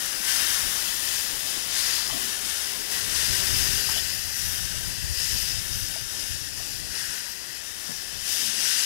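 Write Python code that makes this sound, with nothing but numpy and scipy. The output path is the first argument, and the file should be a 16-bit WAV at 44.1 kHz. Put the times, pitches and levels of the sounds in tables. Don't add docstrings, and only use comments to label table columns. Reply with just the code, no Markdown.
import sys
import numpy as np
from scipy import signal
from scipy.fft import rfft, irfft, next_fast_len
from scipy.io import wavfile
from scipy.ndimage import uniform_filter1d

SR = 44100
rng = np.random.default_rng(int(sys.argv[2]) if len(sys.argv) > 2 else 0)


def wav_out(sig):
    wavfile.write(sys.argv[1], SR, np.round(np.clip(np.atleast_2d(sig).T, -1, 1) * 32767).astype(np.int16))


N = 390264
T = np.arange(N) / SR


def from_db(db):
    return np.exp(np.asarray(db) * (np.log(10) / 20))


def rms_one(x):
    return x / np.sqrt(np.mean(x ** 2) + 1e-20)


def evened(x):
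    return x / np.sqrt(uniform_filter1d(x ** 2, size=SR // 5) + 1e-20)


def in_time(rows):
    time_s, *columns = np.transpose(rows)
    return [np.interp(T, time_s, column) for column in columns]


def drift(rate_hz):
    hop, settle = 40, 2000
    pole = np.exp(-2 * np.pi * rate_hz * hop / SR)
    noise = rng.standard_normal(N // hop + settle + 2)
    slow = signal.lfilter([1], [1, -2 * pole, pole * pole], noise)[settle:]
    return np.interp(np.arange(N) / hop, np.arange(len(slow)), rms_one(slow))


def coloured_noise(spectrum):
    size = next_fast_len(N)
    hz, db = np.transpose(spectrum)
    bins = np.maximum(np.fft.rfftfreq(size, 1 / SR), 1)
    gain = from_db(np.interp(np.log(bins), np.log(hz), db)) * (bins > hz[0] / 2) * (bins < hz[-1] * 2)
    return rms_one(irfft(rfft(rng.standard_normal(size)) * gain, size)[:N])


def resonate(x, hz, width_hz):
    r = np.exp(-np.pi * width_hz / SR)
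    feedback = [1, -2 * r * np.cos(2 * np.pi * hz / SR), r * r]
    return signal.lfilter(np.array([1, 0, -1]) * (1 - r * r) / 2, feedback, x + 1e-18)


def noise_band(hz, width_hz):
    return resonate(resonate(rng.standard_normal(N), hz, width_hz), hz, width_hz)


def low_pass(x, hz, order):
    return signal.sosfilt(signal.butter(order, hz, fs=SR, output="sos"), x)


def swell(start_s, length_s):
    return np.sqrt(np.sin(np.pi * np.clip((T - start_s) / length_s, 0, 1)).clip(0))


def yard(trim_db=2.5, patchy_db=1.5):
    # freq_hz, density_db
    spectrum = [(25, 10.5), (60, -5), (130, -1), (200, 4), (270, 5), (350, 3.5), (480, 1.5), (700, 0.5),
                (1000, -2), (1400, -5.5), (2500, -3), (6000, -33)]
    # time_s, level_db
    levels = [(0, -50.5), (2.8, -51.5), (3.3, -48.5), (3.98, -49.5), (4.02, -55), (5.4, -54), (7.7, -55.5),
              (8.45, -53.5), (8.85, -54)]
    return coloured_noise(spectrum) * from_db(in_time(levels)[0] + trim_db + patchy_db * drift(9.1))


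def traffic(octave_db=-11, waver=0.0029):
    # time_s, firing_hz, level_db
    engine = [(0, 44.8, -72), (.45, 45.7, -53), (1, 52.4, -62.5), (2, 60.7, -54.5), (2.8, 69, -60.5),
              (3.5, 76.5, -44), (4, 81.1, -53), (4.6, 85.1, -50), (5.2, 89, -60)]
    # start_s, end_s, start_hz, end_hz, level_db
    whines = [(1.802, 2.696, 350.5, 406, -60), (2.552, 3.258, 402.4, 451, -55.5),
              (3.252, 4.032, 372.6, 419, -53), (5.7, 7.102, 284, 298.3, -61.5)]
    firing_hz, engine_db = in_time(engine)
    phase = 2 * np.pi * np.cumsum(firing_hz) / SR
    fade_out = 2 * np.clip(engine[-1][0] - T, 0, .5)
    out = from_db(engine_db) * (np.sin(phase) + from_db(octave_db) * np.sin(2 * phase)) * fade_out
    for start_s, end_s, start_hz, end_hz, level_db in whines:
        pitch_hz = np.interp(T, [start_s, end_s], [start_hz, end_hz]) * (1 + waver * drift(8.3))
        envelope = from_db(level_db + 0.6 * drift(4)) * swell(start_s, end_s - start_s)
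        out += envelope * np.sin(2 * np.pi * np.cumsum(pitch_hz) / SR)
    return np.sqrt(2) * out


def wind(trim_db=1.0, lumpy_db=2.0):
    # time_s, level_db
    breeze = [(0, -60), (1, -56), (2.85, -61.5), (3.05, -47.5), (3.6, -42.5), (4.2, -50), (4.7, -43.5),
              (5.6, -44), (6.1, -49.5), (6.85, -49.5), (7.15, -60), (8.3, -56), (8.85, -63)]
    # start_s, length_s, level_db
    gusts = [(.58, 0.13, -46.5), (2.08, 0.097, -48), (3.25, 0.091, -39.5), (3.47, .2, -38),
             (3.68, 0.097, -37.5), (4.43, .08, -43), (4.67, 0.071, -37), (4.848, .06, -47),
             (4.988, .17, -39), (5.306, 0.081, -40), (5.487, 0.11, -42), (5.69, .17, -41),
             (6.286, 0.084, -42.5), (6.788, .07, -42), (7.08, .04, -43), (8.1, .14, -51)]
    # freq_hz, density_db
    spectrum = [(12, -37), (20, -2.5), (48, -0.5), (81, -0.5), (128, -4.5), (242, -20), (285, -22.5),
                (315, -30), (400, -29), (520, -53), (880, -120)]
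    gust_power = sum((from_db(db) * swell(start_s, length_s)) ** 2 for start_s, length_s, db in gusts)
    power = from_db(in_time(breeze)[0]) ** 2 + gust_power
    eddies = evened(coloured_noise(spectrum) * from_db(lumpy_db * drift(21)))
    return eddies * from_db(trim_db) * np.sqrt(power)


def running_gear(spread_octaves=0.21, squeak_width_hz=90):
    # pitch_hz, width_hz, level_db
    frame_modes = [(187, 42, -1.5), (245, 29, 1.5), (298, 67, 2), (516, 94, -8), (678, 48, 4),
                   (870, 110, -0.5), (1140, 200, 1)]
    # start_s, level_db, pitch_hz, decay_s
    knocks = [(2.098, -38, 1000, .015), (2.123, -41.5, 650, 0.044), (2.131, -41.5, 252, 0.056),
              (2.23, -47, 240, 0.044), (3.888, -33, 1000, 0.018), (3.965, -40, 603, 0.022),
              (5.956, -40.5, 746, 0.0092), (6.601, -46, 680, 0.0073), (7.886, -37, 190, 0.036),
              (7.902, -46, 520, .03), (7.908, -49, 950, .025), (8.388, -43.5, 220, 0.027),
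              (8.445, -41.5, 220, 0.053), (8.53, -49, 219, 0.075)]
    # start_s, length_s, pitch_hz, level_db
    squeaks = [(2.098, .06, 3170, -39), (2.204, 0.067, 2850, -42), (3.933, 0.069, 3040, -35.5),
               (3.97, 0.031, 3420, -32.5)]
    age = np.arange(SR // 4) / SR
    out = np.zeros(N)
    for mode_hz, width_hz, mode_db in frame_modes:
        contacts = np.zeros(N)
        for start_s, level_db, pitch_hz, decay_s in knocks:
            start = int(start_s * SR)
            reach = np.exp(-.5 * (np.log2(mode_hz / pitch_hz) / spread_octaves) ** 2)
            contacts[start:start + len(age)] += from_db(level_db) * reach * np.exp(-age / decay_s)
        ring = resonate(contacts * rng.standard_normal(N), mode_hz, width_hz)
        out += from_db(mode_db) * ring * np.sqrt(SR / (np.pi * width_hz))
    for start_s, length_s, pitch_hz, level_db in squeaks:
        squeak = rms_one(resonate(rng.standard_normal(N), pitch_hz, squeak_width_hz))
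        out += from_db(level_db) * swell(start_s, length_s) * squeak
    return out


def scatter(x, echo_db=-10.0, decay_s=0.014, count=3):
    delay = np.arange(SR // 12) / SR
    weights = np.array([drift(0.84) for _ in range(count)])
    weights /= np.sqrt(np.sum(weights ** 2, axis=0) + 1e-3)
    haze = 0
    for weight in weights:
        echoes = rng.standard_normal(len(delay)) * np.exp(-delay / decay_s)
        haze += weight * signal.oaconvolve(x, echoes / np.sqrt(np.sum(echoes ** 2)))[:N]
    return x + from_db(echo_db) * haze


def spray(surge_db, base_db=-7.5, decline_db_per_s=0.54, thinning=0.21):
    # start_s, length_s, boost_db
    slugs = [(.14, .12, 2), (.3, 1.3, 3), (2.08, 0.27, 2.5), (2.62, 0.53, 2.5), (3.3, .7, 2.5),
             (4.05, .25, 2), (4.319, .31, 4.5), (5.29, .18, 3.3), (5.65, 0.28, 3.5), (6.64, 0.13, 3),
             (7.24, .16, 4), (7.6, 0.5, 2.5), (8.24, 0.24, 4)]
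    boost_db = sum(db * swell(start_s, length_s) for start_s, length_s, db in slugs)
    return base_db - decline_db_per_s * T - thinning * surge_db + boost_db


def strokes(sag_db_per_s=5.5, shut_db_per_s=33.5, leak_hollow_db=-11, leak_edge_db=-17):
    # time_s, level_db
    leak = [(0, -32), (2.8, -33), (3.98, -31), (4.01, -31.5), (5, -32.5), (7.4, -38), (8.85, -33.5)]
    # start_s, attack_s, open_s, level_db, hollow_db, edge_db
    surges = [(-.1, .12, 0.19, -.4, 3.5, 0), (.198, 0.1, .37, 8, 2.5, 1), (.64, 0.12, 0.33, 2, 1, -4),
              (.99, 0.089, .22, 3.5, -0.5, -4), (1.35, .12, 0.22, 1, -3, 5), (1.65, .13, .32, 7.5, 0.1, -4),
              (2.09, .12, 0.24, 0.8, 2, 3), (2.37, 0.13, .26, 2.5, 0.2, 2), (2.88, 0.046, 0.095, 4, 3, -4),
              (3.07, 0.091, 0.5, 7.5, -0.3, -1), (3.49, 0.1, 0.49, 5, -1, 4), (4.29, .1, 0.26, 0, 0, -2),
              (5.085, 0.13, 0.4, 6.5, -4, 7), (5.64, .1, 0.3, 0.5, -3, 4), (6.02, 0.17, .34, 2.5, -3, 7),
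              (6.5, .12, 0.28, 1, -5, 3), (6.86, 0.11, 0.29, 6, 3.5, -3), (7.39, 0.099, 0.26, -5, 8, -4),
              (7.75, 0.12, .25, -1, 0, -3), (8.165, 0.17, .3, 9.8, -4, -11), (8.5, 0.17, .4, 11, -2, -12)]
    power, hollow_tint, edge_tint = 1, 0, 0
    for start_s, attack_s, open_s, level_db, hollow_db, edge_db in surges:
        age = np.maximum(T - start_s, 0)
        fall_db = sag_db_per_s * age + shut_db_per_s * np.maximum(age - open_s, 0)
        surge = (np.minimum(age / attack_s, 1) * from_db(level_db - fall_db)) ** 2
        power += surge
        hollow_tint += hollow_db * surge
        edge_tint += edge_db * surge
    surge_db = 10 * np.log10(power)
    flow_db = in_time(leak)[0] + surge_db
    return flow_db, leak_hollow_db + hollow_tint / power, leak_edge_db + edge_tint / power, spray(surge_db)


def choke(start_s=1.67, length_s=0.46, centre_hz=4700, width_hz=3100, level_db=-4):
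    return rms_one(noise_band(centre_hz, width_hz)) * from_db(level_db) * swell(start_s, length_s)


def edge_tone(pitch_hz=4950, width_hz=220, waver_hz=120):
    phase = 2 * np.pi * np.cumsum(pitch_hz + waver_hz * drift(25.03)) / SR
    along, across = low_pass(rng.standard_normal((2, N)), width_hz / 2, order=2)
    return rms_one(along * np.cos(phase) + across * np.sin(phase))


def drain_pipes(flutter_db=0.8, patchy_db=0.65):
    # pitch_hz, width_hz, level_db
    pipe_modes = [(1528, 340, -7), (1791, 490, -2), (2686, 490, -5), (3000, 490, -6.5), (3630, 1040, -8.5),
                  (4530, 480, -6.5), (5094, 740, -0.5), (5740, 1380, -2), (7000, 1200, -9.5),
                  (7980, 2200, -10), (9600, 1520, -5.5), (10800, 1300, -10.5), (12860, 4000, -5)]
    out = 0
    for pitch_hz, width_hz, level_db in pipe_modes:
        ring = noise_band(pitch_hz, width_hz)
        out += ring * from_db(level_db + flutter_db * drift(25) + patchy_db * drift(4.1))
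    return rms_one(out)


def steam(flow_db, hollow_db, edge_db, spray_db, edge_flutter_db=1.6, sputter_db=0.36,
          hollow_trim_db=-1.56, hiss_trim_db=-1.89, sizzle_trim_db=-2.5):
    # freq_hz, density_db
    spectrum = [(300, -28), (800, -8), (1300, -5.5), (2000, -2.5), (2350, -6), (3000, 1), (4200, -0.5),
                (6500, 0), (8500, -1.5), (10000, 3), (11500, -5.5), (13500, -4), (16000, -8)]
    # time_s, level_db
    jet_share = [(0, 1), (1.4, 3), (2.8, 1), (4, -3.5), (5.3, -6), (6.5, -6), (7.6, -3.5), (8.85, -4)]
    jet = evened(drain_pipes() + from_db(in_time(jet_share)[0]) * coloured_noise(spectrum))
    jet = scatter(jet + choke() + edge_tone() * from_db(edge_db + edge_flutter_db * drift(16.0)))
    low = signal.sosfiltfilt(signal.butter(6, 2300, fs=SR, output="sos"), jet)
    high = signal.sosfiltfilt(signal.butter(4, 11000, "high", fs=SR, output="sos"), jet)
    hiss = evened(jet - low - high) * from_db(hiss_trim_db)
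    hollow = evened(low) * from_db(hollow_db + hollow_trim_db)
    sizzle = evened(high) * from_db(uniform_filter1d(spray_db, size=SR // 10) + sizzle_trim_db)
    return (hiss + hollow + sizzle) * from_db(flow_db + sputter_db * drift(61))


def scene(gain_db=5.0, background_db=3.0, bleed_db=-10.0, bleed_hz=700, stray_db=-29, murk_db=-16):
    # freq_hz, density_db
    stray_spectrum = [(100, 4), (1800, 11), (5000, 8), (15000, -1.5)]
    flow_db, hollow_db, edge_db, spray_db = strokes()
    cocks = steam(flow_db, hollow_db, edge_db, spray_db)
    background = from_db(background_db) * (yard() + wind() + traffic())
    left = cocks + background + running_gear()
    stray = from_db(flow_db + stray_db) * coloured_noise(stray_spectrum)
    bleed = -from_db(bleed_db) * low_pass(left, bleed_hz, order=1)
    right = bleed + stray + from_db(murk_db) * yard()
    return from_db(gain_db) * np.array([left, right])


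def record(dry, low_cut_hz=30, high_cut_hz=15720):
    heard = signal.sosfilt(signal.butter(3, low_cut_hz, "high", fs=SR, output="sos"), dry)
    return signal.sosfilt(signal.ellip(12, .1, 90, high_cut_hz, fs=SR, output="sos"), heard)


dry = scene()
out = record(dry)
wav_out(out)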